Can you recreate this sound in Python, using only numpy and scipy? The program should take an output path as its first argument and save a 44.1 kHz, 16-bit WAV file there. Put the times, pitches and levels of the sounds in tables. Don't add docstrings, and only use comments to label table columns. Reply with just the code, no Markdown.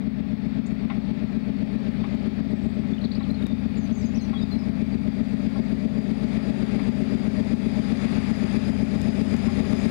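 import sys
import numpy as np
from scipy import signal
from scipy.fft import rfft, irfft
from scipy.io import wavfile
from scipy.ndimage import uniform_filter1d

SR = 44100
rng = np.random.default_rng(int(sys.argv[2]) if len(sys.argv) > 2 else 0)


def volts(x):
    e = np.asarray(x, float) / 20
    return 10 ** e


def log_audio(samples):
    frames = np.atleast_2d(samples).T
    limited = np.clip(frames, -1, 1)
    pcm = np.round(limited * 32767).astype(np.int16)
    wavfile.write(sys.argv[1], SR, pcm)


N = 436590
T = np.arange(N) / SR

# time_s, speed_cycles_per_s
ENGINE_SPEED = [
    (0, 7.7219),
    (3.468, 7.7263),
    (3.46802, 7.7349),
    (5.2, 7.7348),
    (6.6, 7.738),
    (9.9, 7.749),
]
# place_cycles, thump_db, bark_lag_cycles, bark_db
CYLINDERS = [(0.0337, 8.3, 0.0053, 6.4), (0.0481, 8.7, 0.0054, 4.3), (0.1524, 3.3, 0.0027, 8.7),
             (0.2019, 4.4, -0.0091, 9.6), (0.2502, 4.2, -0.0027, 10.4), (0.3273, 3.1, -0.0044, -2.0),
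             (0.4038, 2.7, 0.012, -16.7), (0.4533, 0.3, -0.0088, -7.0), (0.4728, -1.1, -0.0097, -7.2),
             (0.6137, 0.6, 0.0001, -9.6), (0.6278, -5.6, -0.0057, -2.0), (0.7222, -3.5, -0.0075, -15.1),
             (0.7652, -2.2, -0.0069, -10.4), (0.8071, -1.5, -0.0067, -9.9), (0.9167, 9.0, -0.0019, 3.3),
             (0.932, 8.8, -0.0085, 4.6)]
# pitch_hz, width_hz, level_db, polarity
SILENCER_MODES = [(55.2, 16.0, -58.4, 1), (81.5, 18.9, -61.9, 1), (127.5, 16.0, -51.1, -1),
                  (171.0, 36.7, -47.3, -1), (233.5, 16.0, -21.6, 1), (264.6, 16.0, -29.5, -1)]
# pitch_hz, width_hz, level_db, polarity
STACK_MODES = [(369.0, 16.0, -47.8, 1), (446.8, 116.1, -70.5, 1), (624.9, 16.2, -57.3, -1)]
# frequency_hz, density_db_per_hz
GAS_RUMBLE = [(25, -55), (42, -19), (80, 0), (105, -20.5), (150, -3), (215, -11), (270, -3), (320, -16),
              (400, -30.5)]
# frequency_hz, density_db_per_hz
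STACK_RUSH = [(310, -33.5), (350, -1), (420, 4), (470, -9.5), (510, -5.5), (600, -2), (690, -7.5),
              (750, -22), (830, -19), (950, -31)]
# frequency_hz, density_db_per_hz
FAN_ROAR = [(500, -24.5), (700, 0), (746, -5.5), (817, 2), (937, -7), (1360, -5.5), (1480, -9.5),
            (1810, -4.5), (2420, -4.5), (2930, -13.5), (3650, -11), (4200, -15), (5200, -20.5), (6200, -36)]
# frequency_hz, density_db_per_hz
FAN_FIZZ = [(3240, -9), (5500, -0.5), (6130, -1.5), (6790, 2), (7570, -3), (9750, -6), (10700, -12.5),
            (12300, -20.5), (14900, -24.5), (15400, -19.5)]
# time_s, gain_db
AIR_PATH = [(0, -1), (1.16, 1.3), (1.57, 0), (2.05, 2.8), (2.45, 0), (3.8, -1), (4.38, -1), (5.05, -2.4),
            (5.52, -0.5), (5.95, -3), (6.34, 1), (6.89, 0.1), (7.6, -1.6), (8.08, 2.5), (8.4, .5),
            (8.66, 0.5), (8.74, -2.5), (9.9, -0.4)]
# start_s, from_hz, to_hz, level_db
WARBLE = [(.659, 5980, 7650, -52.5), (.662, 7600, 8200, -60), (2.93, 3730, 3500, -42),
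          (2.941, 3700, 3600, -46), (2.98, 3320, 2900, -46), (3.011, 3430, 4270, -44),
          (3.039, 3290, 4500, -44.5), (3.048, 4820, 2700, -41), (3.111, 3300, 5070, -40.5),
          (3.146, 3690, 5270, -40), (3.165, 3320, 2900, -54), (3.197, 3470, 3900, -45),
          (3.225, 3510, 4250, -41), (3.236, 4190, 2700, -42.5), (3.36, 3150, 2970, -50),
          (3.299, 3520, 4000, -48), (3.388, 3530, 3800, -50.5), (3.422, 3260, 3700, -46),
          (3.456, 3650, 3700, -42.5)]
# start_s, length_s, from_hz, resting_hz, level_db
SWOOPS = [
    (3.918, 0.025, 5660, 7050, -51),
    (4.0, 0.093, 6680, 4900, -56),
    (4.142, .028, 4900, 6400, -50.5),
    (4.168, 0.091, 6160, 4120, -51),
]
# start_s, length_s, from_hz, resting_hz, level_db
SLIDES = [(2.5, .025, 8050, 7900, -72), (2.55, .06, 8150, 7900, -74), (2.62, .05, 7900, 7780, -73),
          (2.675, 0.033, 7700, 7500, -70), (2.685, .04, 8200, 8100, -69), (2.73, .04, 8200, 7800, -72),
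          (2.785, .05, 7600, 7830, -75), (3.339, 0.016, 4220, 4170, -45), (3.475, 0.14, 3610, 3620, -54),
          (3.765, 0.091, 7300, 6250, -58), (3.835, 0.032, 6520, 6100, -55.5), (3.94, .07, 7030, 6280, -53),
          (3.969, 0.18, 8120, 6800, -64), (4.05, 0.03, 6700, 6150, -46), (4.205, 0.064, 6550, 5640, -57),
          (4.333, 0.048, 3630, 3290, -44.5), (4.372, 0.045, 3670, 3820, -46.5),
          (4.405, 0.043, 3760, 3680, -48), (4.408, 0.044, 5030, 4900, -51.5),
          (4.51, 0.029, 4160, 4120, -44), (4.547, .04, 4290, 3990, -52.5), (4.58, 0.079, 5390, 5050, -53.5)]
# start_s, peak_db, low_ring_db
WHEEL_KNOCKS = [(0.898, -22, -7.5), (2.035, -23, -7.5), (3.204, -32.5, -1.5), (4.329, -32, 0.5),
                (5.553, -35, 2.5), (5.9394, -36, -10), (6.79, -23.5, -14), (8.2794, -34, -10),
                (8.9374, -29.5, -10), (9.336, -27, -8), (9.479, -26, -2.5), (9.5816, -34, -6),
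                (9.64, -31, -6), (9.7294, -36, -4)]
# pitch_hz, level_db, t60_s (the rail's own shorter decay is used)
RAIL_MODES = [(830, 0.5, 0.078), (1075, 4, 0.31), (1594, -7, 0.094), (2060, 5, 0.081), (3650, -9, 0.041),
              (3730, -23.5, 0.23)]
# pitch_hz, level_db, t60_s
AXLE_BOX_MODES = [(805, 0, .15), (1090, 1, .09), (1370, -1, .07)]
# start_s, peak_db
TICKS = [
    (2.152, -47.5),
    (3.294, -48.5),
    (3.3143, -44.5),
    (3.428, -45.5),
    (3.466, -46),
    (8.3619, -40),
    (9.0166, -29),
    (9.3663, -34),
]
# frequency_hz, density_db_per_hz
TAPE_HISS = [(600, 0), (8000, -1), (11500, -2), (13000, -2), (15600, -2.5), (15800, -20)]
# frequency_hz, density_db_per_hz
CIRCUIT_NOISE = [(30, 3), (400, 3), (600, 0), (11800, 0), (12800, -9), (15000, -18)]

CYCLE_HZ = 7.735
START_CYCLES, SKIP_S, SKIP_CYCLES = -.3187, 3.468, .3148
START_M, SPEED_M_PER_S = 261, 17.9
TREBLE_LOSS_DB_PER_M, WHINE_LOSS_DB_PER_M = 0.0639, 0.0348
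THUMP_SHARE, BARK_SHARE, BOOM_SHARE = 0.39, 1.09, 0.56
BARK_AIR_SHARE, TREBLE_AIR_SHARE, WHINE_AIR_SHARE = 0.055, 0.89, 0.88
BOOM_NULL_S, BOOM_BEAT_S = 0.85, 5.54
GROUND_DIP_S, GROUND_BEAT_S, THUMP_DIP_DB, BARK_DIP_DB = 4.25, 4.58, 0.15, 1.65
TURBO_HZ, TURBO_RISE_HZ_PER_S = 4407, 51
WARBLE_HZ_PER_S, SWOOP_HZ_PER_S, SLIDE_HZ_PER_S = 120000, 57000, 18000
SHORTEST_S, NOTE_FADE_DB = 0.012, -5


def evened(x):
    return x / np.sqrt(np.mean(x ** 2))


def curves(rows):
    s, *columns = np.transpose(rows)
    return [np.interp(T, s, c) for c in columns]


def add(mix, s, sound):
    part = mix[round(s * SR):][:len(sound)]
    part += sound[:len(part)]


def noise(spectrum, patchy_db):
    hz = np.fft.rfftfreq(2048, 1 / SR)
    f, db = np.transpose(spectrum)
    a, b, patches = rng.standard_normal((N // 512 + 5, 1025, 3)).T
    patches = uniform_filter1d(patches, size=24, axis=0)
    patches = evened(uniform_filter1d(patches, size=6, axis=1))
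    colour_db = np.interp(np.log(hz + 1), np.log(f + 1), db, -120, -120)
    z = (a + 1j * b) * volts(colour_db[:, None] + patchy_db * patches)
    return evened(signal.istft(z, nperseg=2048, noverlap=1536)[1][:N])


def resonate(x, hz, width):
    turn = np.exp(2j * np.pi * np.cumsum(hz) / SR)
    r = np.exp(-np.pi * width / SR)
    return 2 * (turn * signal.lfilter([1 - r], [1, -r], x / turn)).real


def crank():
    return START_CYCLES + np.cumsum(curves(ENGINE_SPEED)[0]) / SR + SKIP_CYCLES * (T > SKIP_S)


def approach():
    covered = SPEED_M_PER_S * T
    return covered, 20 * np.log10(START_M / (START_M - covered))


def firings(place, db, modes, uneven):
    cycles, steps = 80, 4096
    at = np.arange(cycles)[:, None] + place
    train = np.zeros(cycles * steps)
    slots = np.round(at * steps).astype(int) % len(train)
    np.add.at(train, slots, volts(db) * (1 + uneven * rng.standard_normal(at.shape)))
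    hz = np.arange(len(train) // 2 + 1) * CYCLE_HZ / cycles
    pipe = sum(sign * volts(g) / (1 + 2j * (hz - f) / width) ** 2 for f, width, g, sign in modes)
    rung = np.roll(irfft(rfft(train) * pipe), steps)
    return evened(np.interp((crank() + 1) * steps, np.arange(len(train)), rung))


def exhaust():
    place, thump, lag, bark = np.transpose(CYLINDERS)
    near_db = approach()[1]
    air_db = curves(AIR_PATH)[0]
    interference = abs(np.sin(np.pi * (T - BOOM_NULL_S) / BOOM_BEAT_S))
    boom = np.cos(2 * np.pi * (11 * crank() + 0.32)) * interference
    wander = uniform_filter1d(rng.standard_normal(N), size=9000)
    wander = evened(uniform_filter1d(wander, size=9000))
    boom = boom * volts(1.4 * wander)
    dip = np.cos(2 * np.pi * (T - GROUND_DIP_S) / GROUND_BEAT_S)
    thumps = firings(place, thump, SILENCER_MODES, uneven=.025)
    barks = firings(place + lag, bark, STACK_MODES, uneven=.1)
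    rush = volts(2.5) * noise(STACK_RUSH, patchy_db=0.5)
    gas = volts(-13.5) * noise(GAS_RUMBLE, patchy_db=1.5)
    thump_db = -23.0 + THUMP_SHARE * near_db - THUMP_DIP_DB * dip
    boom_db = -35.5 + BOOM_SHARE * near_db
    bark_db = -47.0 + BARK_SHARE * near_db + BARK_AIR_SHARE * air_db - BARK_DIP_DB * dip
    splice = 1 - 0.53 * np.exp(-((T - SKIP_S) / .0008) ** 2)
    return splice * (volts(thump_db) * (thumps + gas) + volts(boom_db) * boom + volts(bark_db) * (barks + rush))


def machinery():
    covered, near_db = approach()
    air_db = curves(AIR_PATH)[0]
    roar_db = -51.0 + near_db + air_db
    treble_db = -80.0 + near_db + TREBLE_LOSS_DB_PER_M * covered + TREBLE_AIR_SHARE * air_db
    whine_db = -66.5 + near_db + WHINE_LOSS_DB_PER_M * covered + WHINE_AIR_SHARE * air_db
    gusts, flutter = (evened(uniform_filter1d(v, size=1500)) for v in rng.standard_normal((2, N)))
    waver = evened(uniform_filter1d(flutter, size=3000))
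    hz = TURBO_HZ + TURBO_RISE_HZ_PER_S * T
    hz = hz * (1 + .0009 * T * waver)
    breath = rng.standard_normal((2, N))
    whine = evened(resonate(resonate(breath[0], hz, 240), hz, 240))
    octave = evened(resonate(resonate(breath[1], 2 * hz, 340), 2 * hz, 340))
    roar = volts(roar_db + 4.5) * noise(FAN_ROAR, patchy_db=0.78)
    fizz = volts(treble_db + 7.0) * noise(FAN_FIZZ, patchy_db=1.5)
    tones = volts(whine_db + 2 + 0.6 * flutter) * whine + volts(treble_db - 2.4) * octave
    return volts(0.24 * gusts) * (roar + fizz) + tones


def birds():
    out = np.zeros(N)
    tremble = evened(uniform_filter1d(rng.standard_normal(N), size=250))
    strokes = [(s, max(abs(b - a) / WARBLE_HZ_PER_S, SHORTEST_S), a, b, db) for s, a, b, db in WARBLE]
    for notes, speed in (strokes, WARBLE_HZ_PER_S), (SWOOPS, SWOOP_HZ_PER_S), (SLIDES, SLIDE_HZ_PER_S):
        for s, length, a, b, db in notes:
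            u = np.linspace(0, 1, round(length * SR))
            shake = tremble[round(s * SR):][:len(u)]
            glide = np.sign(b - a) * np.minimum(speed * length * u, abs(b - a))
            hz = a + uniform_filter1d(glide, size=len(u) // 5, mode="nearest")
            turns = 2 * np.pi * np.cumsum(hz * (1 + 0.0091 * shake)) / SR
            second = volts(-23) * np.sin(2 * turns) * (s > 3.7) * np.clip((a - 3900) / 1500, 0, 1)
            third = volts(-27) * np.sin(3 * turns) * (s > 4.5) * (a < 4400)
            tone = np.sin(turns) + second + third
            shape = signal.windows.tukey(len(u), np.clip(0.018 / length, .2, .7))
            add(out, s, volts(db + 5 + NOTE_FADE_DB * u + 3.0 * shake) * tone * shape)
    t = np.arange(6000) / SR
    bushes = rng.standard_normal(6000) * volts(-60 * t / 0.22) * (t > .003)
    return out + volts(-6.5) * signal.oaconvolve(out, bushes / np.linalg.norm(bushes))[:N]


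def wheels():
    out = np.zeros(N)
    t = np.arange(4000) / SR
    rail_t60 = .008
    rail = sum(volts(db - 60 * t / rail_t60) * np.sin(2 * np.pi * hz * t) for hz, db, _ in RAIL_MODES)
    rail = rail * np.minimum(t / 0.00046, 1) ** 2
    ring = sum(volts(db - 60 * t / t60) * np.sin(2 * np.pi * hz * t) for hz, db, t60 in AXLE_BOX_MODES)
    ring = ring * np.minimum(t / 0.0067, 1)
    for s, db, ring_db in WHEEL_KNOCKS:
        contact = rng.standard_normal(4000) * volts(-60 * t / 0.12) * np.minimum(t / 0.0018, 1)
        rattle = np.convolve(contact, rail)[:4000]
        add(out, s, volts(db - 3.0) * (rattle / abs(rattle).max() + volts(ring_db) * ring))
    return out


def ticks():
    out = np.zeros(N)
    for s, db in TICKS:
        click = np.convolve([0.67, 0.89, -.6, -.8, -0.24], [.3, .6, .3] if s > 8 else [1])
        add(out, s, volts(db + 7.5) * click)
    return out


def scene():
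    return np.array([exhaust() + machinery() + birds() + wheels(), np.zeros(N)])


def top_cut(x):
    return signal.sosfilt(signal.butter(12, 15740, fs=SR, output="sos"), x)


def record(dry):
    peak_db = 10 * np.log10(uniform_filter1d(dry[0] ** 2, size=200) + 1e-12)
    fall = T * 55
    held_db = np.maximum.accumulate(peak_db + fall) - fall
    over_db = np.maximum(held_db + 20, 0)
    surge_db = over_db - uniform_filter1d(over_db, size=SR // 2)
    duck_db = .65 * uniform_filter1d(surge_db, size=100, origin=49)
    scan = np.sin(2 * np.pi * 15625 * T)
    heard = 0.54 * np.tanh(dry[0] / volts(duck_db) / 0.53)
    left = heard + ticks() + volts(-74.5) * noise(TAPE_HISS, patchy_db=-0.5) + volts(-77.5) * scan
    circuit = volts(-94) * noise(CIRCUIT_NOISE, patchy_db=0)
    right = circuit + volts(-91) * scan + volts(-96) * np.sin(2 * np.pi * 8000 * T)
    return top_cut(np.array([left, right]))


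dry = scene()
out = record(dry)
log_audio(out)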